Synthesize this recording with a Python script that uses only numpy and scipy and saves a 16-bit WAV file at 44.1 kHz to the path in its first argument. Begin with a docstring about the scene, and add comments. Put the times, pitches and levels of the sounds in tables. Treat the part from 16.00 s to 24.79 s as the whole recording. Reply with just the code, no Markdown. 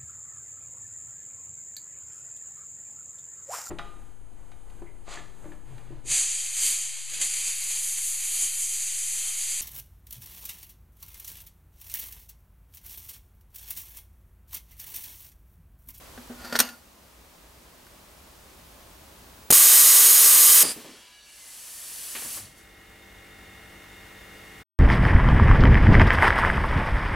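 """At a steel control box beside a pneumatic actuator, over faint ventilation noise.
A push button and its metal cover clack and scrape, exciting the box's modes. A solenoid valve then dumps
the actuator's air in one loud turbulent jet. Air flows back more softly, with faint edge tones, until the
piston knocks home, and a compressor starts to hum at harmonics of its shaft rate.
An automatic gain control ducks at each loud sound and creeps back up."""
import sys
import numpy as np
from scipy import signal
from scipy.fft import rfft, irfft, next_fast_len
from scipy.io import wavfile
from scipy.ndimage import uniform_filter1d

SR = 44100
rng = np.random.default_rng(int(sys.argv[2]) if len(sys.argv) > 2 else 0)


def to_wav(sig):
    """Store sig (one row per channel, or 1-D mono) as 16-bit WAV at the path in sys.argv[1].

    Samples outside -1..1 are clipped; the rate is SR.
    """
    pcm = np.clip(np.atleast_2d(sig), -1, 1) * 32767
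    pcm = np.round(pcm).astype(np.int16)
    wavfile.write(sys.argv[1], SR, pcm.T)  # frames by channels


N = 387638
TIME = np.arange(N) / SR


def amp(db):
    """Amplitude ratio of a level in decibels."""
    return 10 ** (np.asarray(db) / 20)


def unit(x):
    """Normalisation to rms 1."""
    return x / np.sqrt(np.mean(x ** 2) + 1e-20)


def along(points, hz):
    """Interpolation of (frequency, value) points on a logarithmic frequency axis."""
    point_hz, values = np.transpose(points)
    return np.interp(np.log(hz + 1), np.log(point_hz + 1), values)


def wobble(rate, size=N):
    """Random modulation: straight lines between Gaussian knots, rate of them a second."""
    knots = rng.standard_normal(int(size * rate / SR) + 2)
    return np.interp(np.arange(size) * rate / SR, np.arange(len(knots)), knots)


def gate(start, end, rise_s, release_t60, sag_db_per_s=0):
    """Exponential envelope: it rises from start, sags steadily and dies away after end."""
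    held, released = np.maximum(TIME - start, 0), np.maximum(TIME - end, 0)
    return (1 - np.exp(-held / rise_s)) * amp(-sag_db_per_s * held - 60 * released / release_t60)


def filtered(x, gain):
    """Zero-phase filtering: the spectrum of x times gain(frequency)."""
    n = x.shape[-1]
    padded = next_fast_len(n + 4096, True)
    return irfft(rfft(x, padded) * gain(np.fft.rfftfreq(padded, 1 / SR)), padded)[..., :n]


def lowpass(hz, cutoff_hz):
    """Magnitude response of a second-order Butterworth low-pass."""
    return 1 / np.sqrt(1 + (hz / cutoff_hz) ** 4)


def noise(spectrum, peaks=(), cutoff_hz=SR, size=N):
    """Source-filter model: white noise shaped by a broad spectrum and resonance peaks, at rms 1."""
    def gain(hz):
        peaks_db = sum(db / (1 + (2 * (hz - centre) / width) ** 2) for centre, width, db in peaks)
        return amp(along(spectrum, hz) + peaks_db) * lowpass(hz, cutoff_hz)
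    return unit(filtered(rng.standard_normal(size), gain))


def stereo_noise(spectrum, peaks, width):
    """Partial coherence: two close microphones share a mid signal and differ by a side signal."""
    mid, side = noise(spectrum, peaks, size=(2, N))
    side = filtered(side, lambda hz: amp(along(width, hz)))
    return np.array([mid + side, mid - side])


def pan(left_db):
    """A level difference between the channels sets a source off centre."""
    return amp([[left_db], [-left_db]])


def add(track, start, sound):
    """Superposition of a short sound on a track, from start in seconds."""
    part = track[round(start * SR):][:len(sound)]
    part += sound[:len(part)]


# reverberation time of the room: (frequency [Hz], t60 [s])
ROOM_T60 = [(100, .6), (500, 0.28), (3000, 0.24), (8000, 0.47), (15000, 0.55)]

def room(x):
    """Diffuse reverberation: convolution with decaying noise, shortest in the midrange."""
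    hz, t, spectra = signal.stft(rng.standard_normal((2, SR)), SR, nperseg=256)
    tail = signal.istft(spectra * amp(-60 * t / along(ROOM_T60, hz)[:, None]), SR, nperseg=256)[1]
    return signal.fftconvolve(x, tail / np.linalg.norm(tail[0]), axes=1)[:, :N]


def panel_echoes(x, channels, count=14):
    """Early reflections: copies from nearby steel sheets ripple the spectrum by interference."""
    echoes = np.zeros((channels, SR // 40))  # delays up to 25 ms
    for channel in echoes:
        signs = rng.choice([-1, 1], count)
        channel[rng.integers(SR // 400, len(channel), count)] = signs / np.sqrt(count)
    return signal.oaconvolve(np.atleast_2d(x), echoes, axes=1)[:, :N]


# spectrum of the noise floor: (frequency [Hz], relative level [dB])
FLOOR_SPECTRUM = [(15, -43), (25, -11.5), (61, 0.5), (110, -11.5), (221, -11.5), (469, -15), (631, -12.5),
                  (722, -16), (1050, -15), (1380, -19.5), (2060, -21.5), (12500, -26), (15500, -26)]
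# its stereo width: (frequency [Hz], side minus mid [dB])
FLOOR_WIDTH = [(60, -27.5), (240, -6.5), (950, -2.5), (3770, -3), (15000, -14)]

def ventilation(level_db=-48):
    """Stationary broadband noise: ventilation and microphone hiss form the noise floor."""
    return amp(level_db) * stereo_noise(FLOOR_SPECTRUM, (), FLOOR_WIDTH)


# harmonics of the low hum: (frequency [multiples of the shaft rate])
HUM_ORDERS = (1, 2, 3, 4, 6, 7, 9, 16)
# harmonics at which the housing whines: (frequency [multiples of the shaft rate])
WHINE_ORDERS = (35, 38, 39, 40, 41, 44, 58, 75)
# strength of each whine harmonic: (level [dB])
WHINE_LEVELS = (-59, -57.5, -57.5, -64, -63, -52, -60.5, -66)
# spectrum of the pump noise: (frequency [Hz], relative level [dB])
PUMP_SPECTRUM = [(40, -10), (100, -9.5), (400, -9.5), (1100, -22.5), (2200, -12.5), (3500, -17),
                 (5000, -25), (9000, -20), (15000, -32.5)]
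# resonances of the housing: (frequency [Hz], bandwidth [Hz], gain [dB])
HOUSING_PEAKS = [(787, 70, -4.5), (1350, 490, 13.5), (1880, 220, 9), (2177, 27, 6.5), (2805, 220, 6.5),
                 (3630, 83, 15)]
# stereo width of the pump noise: (frequency [Hz], side minus mid [dB])
PUMP_WIDTH = [(60, -28.5), (380, -13), (2380, -7.5), (15000, -32)]
# spectrum of the starting shudder: (frequency [Hz], relative level [dB])
SHUDDER_SPECTRUM = [(30, -4), (100, 6.5), (300, -5), (700, -24.5), (2000, -48.5)]

def compressor(start=6.2, rise_s=.3, shaft_hz=48.72, drift=.0007, throb_depth=.23,
               buzz_db=-54, pump_db=-48, shudder_db=-40):
    """Periodic forcing: shaft harmonics, a buzz and throbbing pump noise swell with a brief shudder."""
    turns = shaft_hz * np.cumsum(1 + drift * wobble(4)) / SR
    hum = [(order, -57 - .5 * np.log2(order)) for order in HUM_ORDERS]  # falls 0.5 dB per octave
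    whine = list(zip(WHINE_ORDERS, WHINE_LEVELS))
    tones = sum(np.sqrt(2) * amp(db) * np.sin(2 * np.pi * (order * turns + rng.random()))
                for order, db in hum + whine)
    strokes = np.diff(np.floor(turns), prepend=0)  # one pulse per turn
    stroke_sound = noise(PUMP_SPECTRUM, cutoff_hz=5600, size=1024)
    buzz = unit(signal.fftconvolve(strokes, stroke_sound)[:N])
    throb = 1 + throb_depth * np.sin(2 * np.pi * turns)
    pump = throb * stereo_noise(PUMP_SPECTRUM, HOUSING_PEAKS, PUMP_WIDTH)
    pump = filtered(pump, lambda hz: lowpass(hz, cutoff_hz=6400))
    swell = 1 - np.exp(-np.maximum(TIME - start, 0) / rise_s)
    running = swell * (tones + amp(buzz_db) * buzz + amp(pump_db) * pump)
    shudder = amp(shudder_db) * gate(start, start + .26, rise_s, release_t60=.4) * noise(SHUDDER_SPECTRUM)
    return (running + shudder) * pan(left_db=.4)


# whistles of the air line: (start [s], end [s], start pitch [Hz], end pitch [Hz], relative level [dB])
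EDGE_TONES = [(4.85, 5.6, 1650, 1700, -47), (5.28, 5.65, 2110, 1970, -47), (5.65, 6, 1880, 1780, -50),
              (4.7, 5.45, 2260, 2335, -46), (4.7, 5.6, 2920, 2880, -43), (4.7, 5.25, 3330, 3220, -44),
              (5.05, 5.38, 4560, 4420, -45), (4.9, 5.2, 1000, 990, -48)]

def whistles(waver=.006, flicker_db=4, faint_count=14, low_hz=1900, high_hz=6000):
    """Edge tones flicker and glide as the pressure changes, among fainter ones that come and go."""
    out, faint = np.zeros(N), []
    for when, pitch, fall in rng.random((faint_count, 3)):
        start = 4.6 + .5 * when
        hz = low_hz * (high_hz / low_hz) ** pitch
        faint.append((start, start + .45, hz, hz * (1 - .03 * fall), -51))  # columns as in EDGE_TONES
    for start, end, start_hz, end_hz, db in EDGE_TONES + faint:
        n = round((end - start) * SR)
        hz = np.linspace(start_hz, end_hz, n) * (1 + waver * wobble(200, n))
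        envelope = amp(db + flicker_db * wobble(50, n)) * np.hanning(n)
        add(out, start, envelope * np.sin(2 * np.pi * np.cumsum(hz) / SR))
    return out


# inflow to the cylinder as a fading surge, a long fill and a last top-up:
# (open [s], shut [s], level [dB], rise [s], sag [dB/s], added cutoff [Hz])
INFLOWS = [(4.662, 5.601, -14.5, .01, 29.5, 0), (5.22, 6.37, -23, 0.55, 0.5, 14501),
           (6.554, 6.593, -49, 0.022, 1, 7000)]
# spectrum of the supply hiss: (frequency [Hz], relative level [dB])
SUPPLY_SPECTRUM = [(200, -13.5), (600, -9.5), (1800, -6), (4500, -5.5), (7000, 0.5), (10000, -2.5),
                   (14000, 1), (15600, -5)]
# its resonances: (frequency [Hz], bandwidth [Hz], gain [dB])
SUPPLY_PEAKS = [(1780, 106, 3), (3000, 920, 4.5), (4490, 660, 6), (5520, 170, 4.5), (6320, 76, 5.1),
                (7820, 260, 5.5), (9141, 1000, 7), (10530, 799, 10), (12860, 210, 9.5)]
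# its stereo width: (frequency [Hz], side minus mid [dB])
SUPPLY_WIDTH = [(400, -49), (4500, -19.5), (6000, -8.5), (14000, -4.5), (15500, -23)]

def refill(trickle_cutoff_hz=4300, release_t60=.51):
    """Flow noise: the returning air hisses louder and brighter as the supply port opens."""
    flow, cutoff_hz = 0, trickle_cutoff_hz
    for start, end, db, rise_s, sag_db_per_s, added_hz in INFLOWS:
        opening = gate(start, end, rise_s, release_t60, sag_db_per_s)
        flow += amp(db) * opening
        cutoff_hz += added_hz * opening
    turbulence = stereo_noise(SUPPLY_SPECTRUM, SUPPLY_PEAKS, SUPPLY_WIDTH)
    hz, t, spectra = signal.stft(turbulence, SR, nperseg=512)
    spectra *= lowpass(hz[:, None], np.interp(t, TIME, cutoff_hz))
    hiss = signal.istft(spectra, SR, nperseg=512)[1][:, :N]
    return flow * hiss * pan(left_db=.14)


# the cover rubs, catches and settles: (start [s], end [s], level [dB], release t60 [s])
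SCRAPES = [(0.369, 0.547, -42.5, .05), (0.445, 0.452, -43, 0.09), (.525, 0.526, -29.5, .1),
           (0.55, 0.566, -24.5, 0.02), (0.595, 0.612, -23, .34)]
# spectrum of the friction: (frequency [Hz], relative level [dB])
FRICTION_SPECTRUM = [(60, -28.5), (250, -8), (700, -1), (3000, -12), (6000, -12.5), (15000, -22.5)]
# its resonances: (frequency [Hz], bandwidth [Hz], gain [dB])
FRICTION_PEAKS = [(238.8, 34, 22.5), (1423, 69, 19.5), (1810, 170, 9.5), (4610, 640, 11), (12600, 200, 18)]

def cover(grip_db=1.5, rise_share=.25):
    """Stick-slip friction: the button's cover scrapes over the steel, then rattles to rest."""
    force = sum(amp(db) * gate(start, end, rise_share * (end - start), t60)
                for start, end, db, t60 in SCRAPES)
    return force * amp(grip_db * wobble(134.15)) * noise(FRICTION_SPECTRUM, FRICTION_PEAKS)


# finger, button and cover strike the box:
# (time [s], thud level [dB], steel level [dB], cutoff [Hz], rattle t60 [s])
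CONTACTS = [(.176, -36.5, -36, 1280, 0.041), (0.296, -30, -41.5, 800, 0.24), (.442, -32, -48, 1790, 0.17),
            (0.554, -32, -17.5, 2510, 0.03), (.559, -48.5, -25, 5630, 0.071),
            (0.589, -38, -12.5, 10940, 0.075), (.601, -23.5, 2.5, 10600, 0.037),
            (0.688, -59, -26, 4430, 0.032), (1.866, -62, -37.5, 4000, 0.022)]
# modes of the steel box: (frequency [Hz], relative level [dB], t60 [s])
BOX_MODES = [(254, -11.5, 0.13), (1440, -22, 0.27), (2859, -8.5, 0.25), (6500, -19.5, 0.2),
             (6550, -19.5, 0.3), (8554, -29.5, 0.25), (10200, -25, 0.13), (11700, -19, 0.18),
             (12000, -9, 0.18), (14760, -17.5, 0.15), (15630, -34.5, 0.037)]
# spectrum of the contact rattle: (frequency [Hz], relative level [dB])
RATTLE_SPECTRUM = [(40, -25), (150, -26), (400, 6), (1000, -1), (3000, -6), (6000, 7.5), (9000, -3.5),
                   (13000, -5), (15600, -2.5)]
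# its resonances: (frequency [Hz], bandwidth [Hz], gain [dB])
RATTLE_PEAKS = [(1497, 270, 13.5), (1830, 270, 10.5), (2610, 170, 8.5), (3570, 1600, 7.5), (8603, 294, 7),
                (9430, 1500, 15), (12150, 800, 23.5), (15000, 326, 19)]

def button(ring_db=-17, looseness=.97, steel_rise_s=.0011, wall_hz=243, wall_t60=.2, wall_rise_s=.0065):
    """Impact excitation of modes: each contact rattles, rings the steel box and thumps its thin wall."""
    out, t = np.zeros(N), np.arange(SR // 3) / SR
    for start, thud_db, steel_db, cutoff_hz, t60 in CONTACTS:
        rattle = noise(RATTLE_SPECTRUM, RATTLE_PEAKS, cutoff_hz, size=len(t)) * amp(-60 * t / t60)
        ring = 0
        for hz, db, mode_t60 in BOX_MODES:
            envelope = amp(db + rng.normal() - 60 * t / mode_t60) * lowpass(hz, cutoff_hz)
            # loose parts keep disturbing the phase of every mode
            stray_cycles = looseness * np.cumsum(rng.standard_normal(len(t))) / np.sqrt(SR / 20)
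            ring += envelope * np.sin(2 * np.pi * (hz * t + stray_cycles))
        steel = amp(steel_db) * (rattle + amp(ring_db) * ring) * (1 - np.exp(-t / steel_rise_s))
        thud_envelope = amp(thud_db - 60 * t / wall_t60) * (1 - np.exp(-t / wall_rise_s))
        add(out, start, steel + thud_envelope * np.sin(2 * np.pi * wall_hz * t))
    return out


# impacts of valve spool and piston: (time [s], level [dB], cutoff [Hz], t60 [s])
KNOCKS = [(3.504, -13.5, 420, .1), (3.523, -3.5, 810, .035), (4.629, -10, 620, 0.26),
          (4.76, -24.5, 450, 0.47), (4.846, -26.5, 485, 0.57), (6.151, -24, 3020, 0.22),
          (6.219, -32.5, 1400, 0.17), (6.25, -32.5, 600, 0.18), (6.37, -33.5, 905, 0.14)]
# spectrum of the actuator body: (frequency [Hz], relative level [dB])
CASTING_SPECTRUM = [(40, -20), (170, -10.5), (400, -2), (1000, -1.5), (3000, 6.5), (9000, -7.5)]
# its resonances: (frequency [Hz], bandwidth [Hz], gain [dB])
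CASTING_PEAKS = [(244, 130, 8), (1110, 200, 4), (1776, 200, 6), (2600, 250, 3.5), (4120, 300, 5.5)]

def knocks():
    """Damped vibration: spool and piston strike their stops inside the heavy casting."""
    out, t = np.zeros(N), np.arange(SR // 2) / SR
    for start, db, cutoff_hz, t60 in KNOCKS:
        body = noise(CASTING_SPECTRUM, CASTING_PEAKS, cutoff_hz, size=len(t))
        add(out, start, body * amp(db - 60 * t / t60))
    return out


# the exhaust port opens for a puff, then the full blast: (open [s], shut [s], level [dB], rise [s])
PORT_OPENINGS = [(3.504, 3.515, 2.5, 0.0042), (3.523, 4.628, 15, .009)]
# spectrum of the jet: (frequency [Hz], relative level [dB])
JET_SPECTRUM = [(60, -35), (150, -32.5), (350, -19), (800, -19.5), (2000, -13), (4000, -11.5),
                (7000, -11.5), (11000, -5.5), (14500, 0.5), (15600, -15)]
# silencer and cavity resonances: (frequency [Hz], bandwidth [Hz], gain [dB])
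SILENCER_PEAKS = [(423, 50, 3.7), (715, 50, 2.7), (1152, 200, 9.1), (1504, 50, 3.2), (1626, 50, 4.8),
                  (1958, 174, 3.6), (3052, 265, 5.0), (3753, 138, 5.9), (4220, 272, 4.9), (5011, 287, 7.5),
                  (5381, 122, 4.9), (5728, 126, 5.7), (6013, 91, 4.2), (6699, 846, 12.4), (7823, 50, 4.1),
                  (8376, 833, 11.0), (9551, 900, 5.8), (10309, 383, 8.8), (11378, 623, 5.6),
                  (12030, 291, 5.4)]
# stereo width of jet and spill: (frequency [Hz], side minus mid [dB])
JET_WIDTH = [(100, -30), (1200, -64), (4000, -44), (7500, -17), (13000, -12.5), (15500, -23.5)]
# spectrum of the spill at the valve seat: (frequency [Hz], relative level [dB])
SPILL_SPECTRUM = [(150, -13), (450, -3), (900, -8.5), (3000, -4), (4300, -6.5), (4850, 7), (5400, -6),
                  (6600, -4.5), (9700, 4.5), (10800, -2.5), (12000, -9.5), (15500, -20)]

def exhaust(flutter_db=.36, spill_db=-3, spill_s=.092):
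    """Turbulent jet noise weakens as the cylinder loses pressure; a last spill passes the closing spool."""
    flow = sum(amp(db) * gate(start, end, rise_s, release_t60=.025, sag_db_per_s=5)
               for start, end, db, rise_s in PORT_OPENINGS)
    jet = flow * amp(flutter_db * wobble(35)) * stereo_noise(JET_SPECTRUM, SILENCER_PEAKS, JET_WIDTH)
    shut = PORT_OPENINGS[-1][1]
    leak = gate(shut, shut + spill_s, rise_s=.004, release_t60=.079, sag_db_per_s=66.5)
    spill = amp(spill_db) * leak * stereo_noise(SPILL_SPECTRUM, (), JET_WIDTH)
    return (jet + spill) * pan(left_db=-.45)


def scene(whistle_gain_db=2, reverb_db=-20):
    """Superposition: box and actuator close by with their reflections, compressor and ventilation beyond."""
    hiss = exhaust() + refill()
    hiss = hiss + amp(-19) * panel_echoes(hiss, channels=1)
    hits = button() + cover() + knocks()
    hits = hits + amp(-15) * panel_echoes(hits, channels=2)
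    near = hits + hiss + amp(whistle_gain_db) * whistles()
    return near + amp(reverb_db) * room(near) + compressor() + ventilation()


# closing fade: (time [s], gain [ratio])
FADE_OUT = [(8.615, 1), (8.635, 0)]

def record(dry, limit_db=-11, release_s=2.19, top_hz=15800):
    """Automatic gain control: an instant cut above the limit, a slow recovery; then fade and band limit."""
    power = np.abs(uniform_filter1d(np.mean(dry ** 2, axis=0), size=160))
    excess_db = np.maximum(10 * np.log10(power + 1e-12) - limit_db, 0)
    recovery = np.exp(TIME / release_s)
    cut_db = np.maximum.accumulate(excess_db * recovery) / recovery  # peak hold with exponential decay
    fade = np.interp(TIME, *np.transpose(FADE_OUT))
    return filtered(dry * amp(-cut_db) * fade, lambda hz: hz < top_hz)


dry = scene()
out = record(dry)
to_wav(out)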